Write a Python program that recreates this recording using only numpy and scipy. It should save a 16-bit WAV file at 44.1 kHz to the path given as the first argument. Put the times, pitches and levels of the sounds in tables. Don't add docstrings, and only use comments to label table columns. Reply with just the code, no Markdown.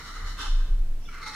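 import sys
import numpy as np
from scipy import signal
from scipy.fft import rfft, irfft, next_fast_len
from scipy.io import wavfile
from scipy.ndimage import uniform_filter1d, map_coordinates

SR = 44100
rng = np.random.default_rng(int(sys.argv[2]) if len(sys.argv) > 2 else 0)


def waveform_to_disk(signal):
    frames = np.transpose(np.atleast_2d(signal))
    scaled = np.clip(frames, -1, 1) * 32767
    samples = np.round(scaled).astype(np.int16)
    wavfile.write(sys.argv[1], SR, samples)


N = 59535

# f/Hz, coherence
VOICE_COHERENCE = [(700, 0.81), (1200, 0.76), (1700, 0.7), (2100, .05), (2700, 0.48), (3800, -0.26),
                   (6000, -0.12), (9000, -0.081)]
CLUCK_COHERENCE = [(1300, 0.78), (2400, 0.79), (4200, 0.6), (5500, 0.28)]


def amp(db):
    return 10 ** (np.asarray(db) / 20)

def unit(x):
    return x / np.sqrt(np.mean(x ** 2) + 1e-20)

def along(points, hz):
    f, values = np.transpose(points)
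    return np.interp(np.log(hz + 1), np.log(f + 1), values)

def curves(rows):
    times, *columns = np.transpose(rows)
    return [np.interp(np.arange(N) / SR, times, column) for column in columns]

def during(rows, fade_s=0.013):
    t = np.arange(N) / SR
    return np.clip(1 + np.minimum(t - rows[0][0], rows[-1][0] - t) / fade_s, 0, 1)

def wobble(rate):
    return map_coordinates(rng.standard_normal(int(N * rate / SR) + 4), [np.arange(N) * rate / SR])

def filtered(x, response):
    size = next_fast_len(N + SR // 2)
    return irfft(rfft(x, size) * response(np.fft.rfftfreq(size, 1 / SR)), size)[..., :N]

def resonances(table, hz):
    power = sum(amp(db) ** 2 / (1 + ((hz - centre) / (.75 * width)) ** 2) ** 3
                for centre, width, db in table)
    return np.sqrt(power / (1 + (.7 * table[0][0] / (hz + 1)) ** 8))

def spread(pair, coherence):
    angle = lambda hz: np.arccos(np.clip(along(coherence, hz), -1, 1)) / 2
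    mid, side = filtered(pair, lambda hz: np.array([np.cos(angle(hz)), np.sin(angle(hz))]))
    return np.array([mid + side, mid - side])

def steady(x, window_s=0.013):
    power = uniform_filter1d(np.mean(x ** 2, 0), int(window_s * SR))
    return x / np.sqrt(np.abs(power) + 1e-20)

def garden(level_db=-52):
    spectrum = [(59, -9.5), (100, -3.5), (209, -10.5), (290, -11.5), (600, -19), (760, -18), (916, -23),
                (1960, -24.5), (15500, -34.5)]
    coherence = [(300, 0.99), (1200, 0.87), (2500, 0.01)]  # f/Hz, left-right coherence
    air = filtered(rng.standard_normal((2, N)), lambda hz: amp(along(spectrum, hz)))
    return amp(level_db) * unit(spread(air, coherence))

def wind(buffet_trim_db=-1, drift=0.059, side_db=-33):
    throb_pitch = [(0.0, 28), (.3, 31.1), (.55, 28), (.8, 25.3), (.88, 17.7), (1.05, 21), (1.35, 20.8)]  # t/s, f/Hz
    throb_levels = [(0.0, -48.5), (0.282, -29.5), (0.42, -42), (0.506, -21), (0.54, -18), (0.646, -21),
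                    (0.676, -35.5), (0.714, -17.5), (0.74, -17), (0.774, -26), (0.816, -17.5), (0.864, -27),
                    (0.906, -21), (1.048, -34.5), (1.16, -37), (1.35, -49)]
    buffet_spectrum = [(20, -37), (45, 7), (60, 0.5), (85, 2.5), (110, -22), (135, -5.5), (200, -23),
                       (400, -26), (900, -86)]
    buffet_levels = [(0, -47.5), (.13, -58), (.245, -40), (.3, -44.5), (.58, -48.5), (.63, -42), (.76, -43),
                     (1.0, -51), (1.35, -54.5)]
    pitch = curves(throb_pitch)[0] * np.exp(drift * wobble(12))
    throb = unit(np.sin(2 * np.pi * np.cumsum(pitch) / SR))
    mid, side = unit(filtered(rng.standard_normal((2, N)), lambda hz: amp(along(buffet_spectrum, hz))))
    buffet = steady(np.array([mid + amp(side_db) * side, mid - amp(side_db) * side]), window_s=0.051)
    return amp(curves(throb_levels)[0]) * throb + amp(curves(buffet_levels)[0] + buffet_trim_db) * buffet

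def echo(x, level_db=-5.5):
    decay_times = [(500, 0.13), (1400, 0.82), (4000, 0.83), (8000, 0.59), (14000, 0.31)]  # f/Hz, T60/s
    hz, t, noise = signal.stft(rng.standard_normal((2, SR)), SR, nperseg=256)
    tail = signal.istft(noise * amp(-60 * t / along(decay_times, hz)[:, None]), SR, nperseg=256)[1]
    reflections = signal.fftconvolve(x, tail / np.linalg.norm(tail[0]), axes=1)[:, :N]
    return amp(level_db) * spread(reflections, VOICE_COHERENCE)

def far_bird(waver=0.0112, flutter_db=4.0):
    # t/s, f/Hz, level/dB
    upper_note = [(1.025, 3180, -71), (1.047, 3380, -74), (1.061, 3520, -57), (1.078, 3350, -74),
                  (1.095, 3345, -58.5), (1.13, 2880, -66)]
    lower_note = [(1.065, 2740, -66), (1.093, 3020, -61)]
    out = np.zeros(N)
    for note in (upper_note, lower_note):
        pitch, level = curves(note)
        tone = np.sin(2 * np.pi * np.cumsum(pitch * (1 + waver * wobble(300))) / SR)
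        out += amp(level + flutter_db * wobble(150)) * during(note) * unit(tone)
    return out

def hiss(levels, band):
    air = filtered(rng.standard_normal((2, N)), lambda hz: resonances(band, hz))
    return amp(curves(levels)[0]) * during(levels) * steady(spread(air, VOICE_COHERENCE))

def wheeze():
    levels = [(1.0, -71), (1.04, -58.5), (1.2, -60)]  # t/s, level/dB
    band = [(2786, 860, -9.5), (5540, 760, -6.5)]
    return hiss(levels, band)

def chest(voice, relative_db=-20):
    band = [(278, 42, 1.5), (441, 146, -2)]
    envelope = np.sqrt(np.abs(uniform_filter1d(np.mean(voice ** 2, 0), size=900)))
    rush = unit(filtered(rng.standard_normal(N), lambda hz: resonances(band, hz)))
    return amp(relative_db) * envelope * rush

def hollow_note(pitch_hz=866, waver=0.0158):
    levels = [(1.24, -68), (1.265, -51.5), (1.3, -47.5), (1.35, -66)]  # t/s, level/dB
    tone = np.sin(2 * np.pi * np.cumsum(pitch_hz * (1 + waver * wobble(149))) / SR)
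    return amp(curves(levels)[0]) * during(levels) * unit(tone)

def syrinx(coherence, pulse_hz, jitter, rattle):
    cycles = np.cumsum(pulse_hz * np.exp(jitter * wobble(pulse_hz))) / SR
    puffs = np.exp(rattle * np.cos(2 * np.pi * cycles))
    return spread(puffs * rng.standard_normal((2, N)), coherence)

def call(levels, throat, source, low_trim_db, treble_trim_db, crossover_hz=2760):
    treble_share = lambda hz: 1 / (1 + (crossover_hz / (hz + 1)) ** 16)
    low = steady(filtered(source, lambda hz: resonances(throat, hz) * (1 - treble_share(hz))))
    treble = steady(filtered(source, lambda hz: resonances(throat, hz) * treble_share(hz)))
    low_db, treble_db = curves(levels)
    return during(levels) * (amp(low_db + low_trim_db) * low + amp(treble_db + treble_trim_db) * treble)

def grumble():
    levels = [(0.0, -44, -49.5), (.034, -49.5, -52.5), (.084, -45.5, -48.5), (.13, -49, -53.5),
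              (.165, -47.5, -50.5), (.234, -46.5, -57.5), (.274, -44, -47.5), (.304, -47.5, -48),
              (.37, -60, -59.5)]
    throat = [(810, 330, -16), (1308, 475, 0), (1953, 320, -1.5), (2980, 260, -11.5), (4070, 900, -9),
              (5410, 390, -12), (6300, 2050, -18.5), (9500, 4600, -28)]
    source = syrinx(VOICE_COHERENCE, pulse_hz=251.3, jitter=0.62, rattle=0.14)
    return call(levels, throat, source, low_trim_db=0.5, treble_trim_db=2.5)

def rasp():
    levels = [(1.212, -41, -54), (1.22, -51, -48), (1.24, -41, -45.5), (1.251, -51, -49.5),
              (1.266, -38.5, -41), (1.287, -40.5, -40), (1.325, -47, -50), (1.35, -37, -41)]
    throat = [(857, 130, -9), (1294, 320, 1), (1840, 170, -3), (2123, 220, -1), (2570, 130, -9),
              (3080, 240, -18.5), (4030, 680, -6), (4360, 200, -1.5), (5400, 550, -10.5), (6100, 1840, -18),
              (8860, 3700, -26)]
    source = syrinx(CLUCK_COHERENCE, pulse_hz=417.8, jitter=0.2, rattle=0.52)
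    return call(levels, throat, source, low_trim_db=-2, treble_trim_db=0)

def clucks(upper_ratio=1.62, waver=0.0258, attack_s=0.0041, release_s=0.0076):
    # t/s, time to release/s, level/dB, f/Hz, upper partial re lower/dB, air's share of the power
    notes = [(.001, 0.011, -48, 1343, -6, 0.5), (0.055, .007, -47.5, 1382, -12, .25),
             (.095, 0.0074, -44.5, 1182, -16, 0.1), (0.151, 0.019, -43.5, 1270, -12, 0.2),
             (0.2, 0.005, -44.5, 1316, -12, 0.4), (0.341, 0.0054, -47, 1260, -13, 0.07),
             (1.076, 0.014, -54.5, 1390, -3, .2), (1.086, 0.0063, -44, 1389, -0.5, 0.15),
             (1.104, 0.019, -52.5, 1400, -5, 0.76), (1.124, 0.027, -48, 1412, -6, 0.9),
             (1.141, 0.011, -47, 1330, 3, 0.27), (1.154, 0.027, -47, 1335, -4, 0.9),
             (1.177, 0.013, -44, 1384, -17, .45), (1.195, 0.0096, -48.5, 1420, -16, 0.8),
             (1.214, 0.0055, -39, 1380, -13, 0.4), (1.226, 0.015, -39, 1301, -2, 0.31),
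             (1.26, 0.015, -39.5, 1320, -2.5, 0.27)]
    throat = [(1353, 430, 2.5), (2074, 340, -3.5), (2740, 1300, -15.5), (4200, 430, -11.5),
              (6000, 5400, -24)]
    t = np.arange(N) / SR
    source = syrinx(CLUCK_COHERENCE, pulse_hz=310.4, jitter=0.165, rattle=0.32)
    air = steady(filtered(source, lambda hz: resonances(throat, hz)))
    lower_clock, upper_clock = [np.cumsum(1 + waver * wobble(400)) / SR for _ in range(2)]
    out = np.zeros((2, N))
    for onset, hold, db, hz, upper_db, air_share in notes:
        attack = np.clip((t - onset) / attack_s, 0, 1)
        release = np.exp(-np.maximum(t - onset - hold, 0) / release_s)
        lower = np.sin(2 * np.pi * hz * lower_clock)
        upper = amp(upper_db) * np.sin(2 * np.pi * hz * upper_ratio * upper_clock)
        blend = np.sqrt(1 - air_share) * unit(lower + upper) + np.sqrt(air_share) * air
        out += amp(db) * attack * release * blend
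    return out

def squawk():
    levels = [(0.37, -54.5, -60.5), (0.392, -39.5, -45), (0.414, -39, -41), (0.466, -42, -46),
              (0.536, -63, -55.5), (0.61, -52, -63), (0.7, -62.5, -66)]
    # t/s, level/dB
    edge_levels = [(.385, -57), (.402, -66), (.414, -56), (.435, -67)]
    gape_levels = [(.412, -57), (.435, -48), (.47, -49.5), (.5, -60)]
    # f/Hz, nominal width/Hz, relative level/dB
    throat = [(1040, 99, 2.5), (1214, 98, 2.5), (1367, 180, -1.5), (1556, 140, 0.5), (1780, 190, -6.5),
              (2070, 160, -6), (2620, 230, -7.5), (3030, 270, -1), (3570, 230, 2), (4120, 890, -3.5),
              (5210, 240, -4), (5640, 290, -5), (6700, 1700, -13), (8750, 3500, -19.5)]
    edge_band = [(9400, 7000, 0)]
    gape_band = [(881, 167, 0)]
    source = syrinx(VOICE_COHERENCE, pulse_hz=375.7, jitter=0.4, rattle=0.089)
    cry = call(levels, throat, source, low_trim_db=1, treble_trim_db=4)
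    return cry + hiss(edge_levels, edge_band) + hiss(gape_levels, gape_band)

def kookaburra():
    balance = [(1200, -1.7), (2300, -0.5), (4300, -0.4), (9000, 2.1)]  # f/Hz, left re right level/dB
    voice = grumble() + squawk() + clucks() + rasp() + hollow_note()
    placed = filtered(voice, lambda hz: amp(np.outer([.5, -.5], along(balance, hz))))
    return placed + chest(voice) + wheeze()

def scene():
    birds = kookaburra() + far_bird()
    return birds + echo(birds) + wind() + garden()

def record(dry, cutoff_hz=15650):
    return filtered(dry, lambda hz: hz < cutoff_hz)


dry = scene()
out = record(dry)
waveform_to_disk(out)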